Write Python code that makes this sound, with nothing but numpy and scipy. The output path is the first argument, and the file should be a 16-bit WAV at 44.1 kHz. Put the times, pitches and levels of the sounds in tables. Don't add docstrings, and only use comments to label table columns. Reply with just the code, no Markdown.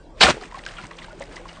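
import sys
import numpy as np
from scipy import signal
from scipy.io import wavfile
from scipy.ndimage import uniform_filter1d

SR = 44100
rng = np.random.default_rng(int(sys.argv[2]) if len(sys.argv) > 2 else 0)


def voltage_ratio(level):
    return 10 ** (np.asarray(level, float) / 20)


def pcm_store(signal):
    levels = np.round(np.clip(np.atleast_2d(signal), -1, 1) * 32767)
    wavfile.write(sys.argv[1], SR, levels.astype(np.int16).T)


N = 70560
T = np.arange(N) / SR
EDGE_HZ = 9300
GLIDE = 0.016


def evened(x):
    return x / np.sqrt(np.mean(x ** 2) + 1e-20)


def smoothed(x, span):
    return uniform_filter1d(uniform_filter1d(x, span), span)


def read(points, hz):
    f, value = np.transpose(points)
    return np.interp(np.log(hz + 1), np.log(f + 1), value)


def add(mix, s, sound):
    part = mix[round(s * SR):][:len(sound)]
    part += sound[:len(part)]


def band(x, hz, width_hz):
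    turn = np.exp(2j * np.pi * hz * np.arange(len(x)) / SR)
    r = np.exp(-np.pi * width_hz / SR)
    low = signal.lfilter([(1 - r) ** 2], [1, -2 * r, r * r], x / turn)
    return 2 * (turn * low).real


def grains(per_s, cycles, spread_db, colour_db, low_hz):
    out, power = np.zeros(N), np.zeros(N)
    for hz in np.geomspace(low_hz, EDGE_HZ, num=36):
        u = np.arange(0, 4 * cycles / hz, 1 / SR) * hz / cycles
        pop = u * u * np.exp(-4 * u) * np.sin(2 * np.pi * cycles * u * (1 + GLIDE * u))
        chance = rng.random(N)
        size = np.minimum(rng.exponential(1, N), 4)
        train = (chance < per_s * hz / 1000 / SR) * voltage_ratio(spread_db * size) * rng.choice([-1., 1.], N)
        share = voltage_ratio(colour_db(hz)) * np.sqrt(hz)
        out += share * signal.oaconvolve(evened(train), pop / np.linalg.norm(pop))[:N]
        power += share ** 2
    clump_db, clump_s = 1.5, .004
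    clumps = voltage_ratio(clump_db * evened(smoothed(rng.standard_normal(N), round(clump_s * SR))))
    return out / np.sqrt(power) * evened(clumps)


def hiss(level_db, hz, length_s):
    t = np.arange(0, 2 * length_s, 1 / SR)
    crackle = (rng.standard_normal(4000) * rng.exponential(1, 4000))[:len(t)]
    fade = np.exp(-(t / length_s) ** 2 * 1.76)
    return voltage_ratio(level_db) * evened(band(crackle, hz, 0.53 * hz)) * fade


def plop(level_db, hz, ring_s, tick_db):
    hold_share, wobble_depth = 0.43, 0.51
    splash_db, splash_up = -10.5, 1.53
    tick_s = .000052
    t = np.arange(0, 4 * ring_s, 1 / SR)

    attack = np.minimum(2 * t * hz, 1)
    fade = np.exp(-np.maximum(t / ring_s - hold_share, 0) * 0.9) * attack
    a, b = smoothed(rng.standard_normal((2, 4000)), 60)
    drift = (evened(a) + 1j * evened(b))[:len(t)]
    wobble = 1.117 + wobble_depth * np.minimum(t / ring_s, 1) * drift
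    wobble = wobble / np.sqrt(1 + 2 * wobble_depth ** 2)
    tone = np.exp(2j * np.pi * hz * t * (1 + GLIDE * t / (4 * ring_s)))
    bubble = voltage_ratio(level_db) * fade * (wobble * tone).imag

    splash = hiss(level_db + splash_db, splash_up * min(hz, 2500), ring_s)
    splash = np.pad(splash, (0, len(t) - len(splash)))
    u = t / tick_s - 2
    tick = voltage_ratio(tick_db) * u * np.exp((1 - u * u) / 2)
    return bubble + splash + tick


def rumble():
    hz, steady_db, waver = 36.9, -48, 0.61
    a, b = smoothed(rng.standard_normal((2, N)), 2500)
    sway = 1 + waver * (evened(a) + 1j * evened(b))
    return voltage_ratio(steady_db) * (sway * np.exp(2j * np.pi * hz * T)).real


def air():
    # (frequency [Hz], level per Hz [dB])
    air_colour = [(15, -23), (36, -7.5), (64, -15.5), (120, -17), (350, -16.5), (520, -17), (800, -22),
                  (2000, -40), (9400, -52.5)]
    level_db, patch_db = -46, 4
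    frames, hz = N // 512 + 5, np.fft.rfftfreq(2048, 1 / SR)
    a, b, patches = rng.standard_normal((frames, 1025, 3)).T
    patches = uniform_filter1d(patches, 8, 0)
    patches = evened(uniform_filter1d(patches, 6, 1))
    z = (a + 1j * b) * voltage_ratio(read(air_colour, hz)[:, None] + patch_db * patches)
    noise = signal.istft(z, nperseg=2048, noverlap=1536)[1][:N]
    return voltage_ratio(level_db) * evened(noise)


def hum():
    # (frequency [Hz], level [dB])
    tones = [(168, -53.5), (340, -57.5)]
    drift_hz = 2.915
    swell = np.clip((T - 0.38) / 0.47, .3, 1)
    wander = evened(uniform_filter1d(rng.standard_normal(N), 4000))
    drift = np.cumsum(wander) * drift_hz / SR
    out = np.zeros(N)
    for hz, db in tones:
        cycles = hz * T + drift * hz / tones[0][0]
        out += voltage_ratio(db) * np.sqrt(2) * np.sin(2 * np.pi * cycles)
    return swell * out


def spatter():
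    # (time [s], level [dB])
    rain_levels = [(0.301, -31.5), (.39, -50), (0.438, -41), (.5, -51.5), (.59, -44.5), (.63, -51),
                   (0.679, -41.5), (.78, -46), (0.851, -42), (.885, -52), (1.04, -47), (1.16, -54),
                   (1.23, -47), (1.29, -53.5), (1.331, -44), (1.39, -46.5), (1.44, -53), (1.5, -47.5),
                   (1.6, -48.5)]
    # (frequency [Hz], level per Hz [dB])
    rain_colour = [(400, -17), (725, -6), (1980, -8.5), (2500, -11), (5800, -21.5), (9400, -24)]
    s, level_db = np.transpose(rain_levels)
    rain = grains(per_s=200, cycles=7, spread_db=3.8,
                  colour_db=lambda hz: read(rain_colour, hz), low_hz=451.5)
    return rain * voltage_ratio(np.interp(T, s, level_db, left=-120))


def hisses():
    # (time [s], level before the fade [dB], centre [Hz], length [s])
    bursts = [(.2012, -30, 4500, 0.00096), (0.41, -46.5, 4340, 0.012), (0.44, -40, 2930, 0.0056),
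              (0.586, -45.5, 4100, 0.013), (0.638, -39.5, 2660, 0.0027), (0.6515, -40, 4540, 0.0042),
              (0.665, -48, 6000, 0.002), (0.772, -43, 2740, 0.045), (0.851, -42, 1980, .006),
              (0.868, -44.5, 6700, 0.0036), (.933, -47.5, 2800, 0.0097), (0.91, -39.5, 1870, 0.014),
              (.968, -48, 5600, 0.0078), (0.985, -39, 2970, 0.017), (1.025, -45, 3700, 0.018),
              (1.043, -43.5, 3880, 0.0088), (1.209, -46, 3170, 0.025), (1.198, -46, 7500, 0.0022),
              (1.219, -48, 6000, .005), (1.227, -44, 7600, .002), (1.239, -40.5, 4250, .002),
              (1.256, -46, 4940, 0.0024), (1.359, -43, 5000, 0.011), (1.481, -50.5, 4770, 0.026),
              (1.529, -49, 4600, .003)]
    out = np.zeros(N)
    for s, level_db, hz, length_s in bursts:
        add(out, s, hiss(level_db, hz, length_s))
    return out


def drops():
    # (time [s], bubble level [dB], pitch [Hz], ring [s], tick level [dB])
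    falling = [(0.413, -35.5, 1240, 0.0045, -36), (.424, -35, 726, 0.0072, -30.5),
               (.514, -39.5, 1950, 0.0021, -37.5), (0.5225, -35, 975, 0.0054, -37),
               (0.5444, -29.5, 1074, 0.01, -34), (0.5729, -31.5, 784, 0.0059, -39),
               (.591, -35.5, 1980, 0.0032, -44), (0.6641, -27, 1560, 0.0045, -18),
               (.688, -30, 2880, 0.0018, -46), (.7687, -36, 3170, 0.002, -44),
               (0.7847, -29, 1385, 0.0085, -46), (0.837, -38.5, 2630, 0.0033, -52),
               (.913, -33, 1083, 0.005, -30.5), (.987, -40.5, 1080, 0.0071, -33),
               (1.02, -36, 1945, 0.0033, -50), (1.045, -36.5, 1563, 0.0051, -42),
               (1.083, -34.5, 900, 0.0042, -53), (1.106, -42, 1440, 0.013, -50),
               (1.13, -40, 585, 0.01, -38), (1.206, -30.5, 551, 0.015, -41), (1.208, -38, 655, 0.011, -57),
               (1.2224, -29, 1970, 0.0047, -45), (1.313, -45, 1700, 0.0048, -43),
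               (1.366, -34, 2000, 0.0066, -41), (1.395, -37.5, 495, 0.013, -53),
               (1.455, -32, 1070, 0.0054, -60), (1.488, -37.5, 1975, 0.0026, -38),
               (1.49, -37.5, 2850, 0.0069, -45), (1.572, -39, 1086, 0.0054, -43)]
    out = np.zeros(N)
    for s, level_db, hz, ring_s, tick_db in falling:
        add(out, s, plop(level_db, hz, ring_s, tick_db))
    return out


def pockets():
    # (time [s], bubble level [dB], pitch [Hz], ring [s])
    bursting = [(0.208, -18.5, 890, .002), (0.2107, -12, 2180, 0.00083), (0.215, -11.5, 4330, 0.0021),
                (0.2178, -6.5, 3910, .002), (0.2213, -9.5, 2960, 0.0031), (.225, -7.5, 4090, 0.002),
                (0.23, -9, 2920, 0.0026), (.235, -13, 720, 0.0079), (0.2384, -12, 1734, 0.0031),
                (.253, -14, 756, 0.0097), (.266, -12.5, 1420, 0.0066), (.28, -14, 1238, 0.0046),
                (.284, -11, 590.4, 0.0076), (.29, -13, 910, 0.0025), (0.342, -31.5, 425, 0.0095),
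                (.369, -26.5, 478, 0.0035), (.378, -27, 426, 0.0034)]
    out = np.zeros(N)
    for s, level_db, hz, ring_s in bursting:
        tick_db = level_db + 5 + 20 * np.log10(hz / 4000)
        add(out, s, plop(level_db, hz, ring_s, tick_db))
    return out


def thud():
    start_s, hz, rise_s, t60_s = .235, 67, 0.021, 0.084
    t = np.maximum(T - start_s, 0)
    decay = 4 * voltage_ratio(-13.5 - 60 * t / t60_s)
    rise = (1 - np.exp(-t / rise_s)) ** 2
    return decay * rise * np.sin(2 * np.pi * hz * t)


def whoosh_and_splat():
    # (time [s], level [dB], darkness [0 spray - 1 squelch, above 1 darker still])
    course = [(0.151, -66.5, 0.3), (.195, -45.5, 0.6), (0.2035, -44, 0.4), (0.2047, -27.5, 0.012),
              (0.211, -12, 0.24), (0.226, -10.5, 0.2), (0.239, -8, 0.32), (0.245, -11.5, 0.92),
              (0.261, -16.5, 0.61), (0.279, -18, 0.89), (.296, -16.5, 0.71), (0.307, -17, 0.75),
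              (0.317, -26, 0.88), (0.334, -37.5, 1.35), (0.382, -48.5, 0.86), (.4, -64, 1)]
    # (frequency [Hz], level per Hz [dB])
    spray = [(60, -37.5), (640, -7.5), (1500, -11.5), (2300, -9.5), (3000, -10.5), (4300, -7),
             (5400, -21.5), (9400, -30)]
    squelch = [(60, -6), (240, -5), (430, -13.5), (600, -17.5), (1230, -12), (2400, -15.5), (9400, -31.5)]
    s, level_db, dark = np.transpose(course)
    dark = np.interp(T, s, dark)
    pops = grains(per_s=450, cycles=4, spread_db=3.8,
                  colour_db=lambda hz: (1 - dark) * read(spray, hz) + dark * read(squelch, hz), low_hz=72.3)
    return pops * voltage_ratio(np.interp(T, s, level_db, left=-120, right=-120))


def scene():
    background = rumble() + air() + hum()
    small_sounds = spatter() + hisses() + drops()
    landing = pockets() + thud() + whoosh_and_splat()
    return (background + small_sounds + landing)[None]


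def top_cut(x):
    return signal.sosfilt(signal.butter(12, 9630, fs=SR, output="sos"), x)


def record(dry):
    ceiling = .86
    rounded = dry / (1 + abs(dry / ceiling) ** 6) ** (1 / 6)
    low_pass = signal.firwin(701, EDGE_HZ, window=("kaiser", 10), fs=SR)
    limited = signal.oaconvolve(rounded, low_pass[None], "same")
    return top_cut(limited)


dry = scene()
out = record(dry)
pcm_store(out)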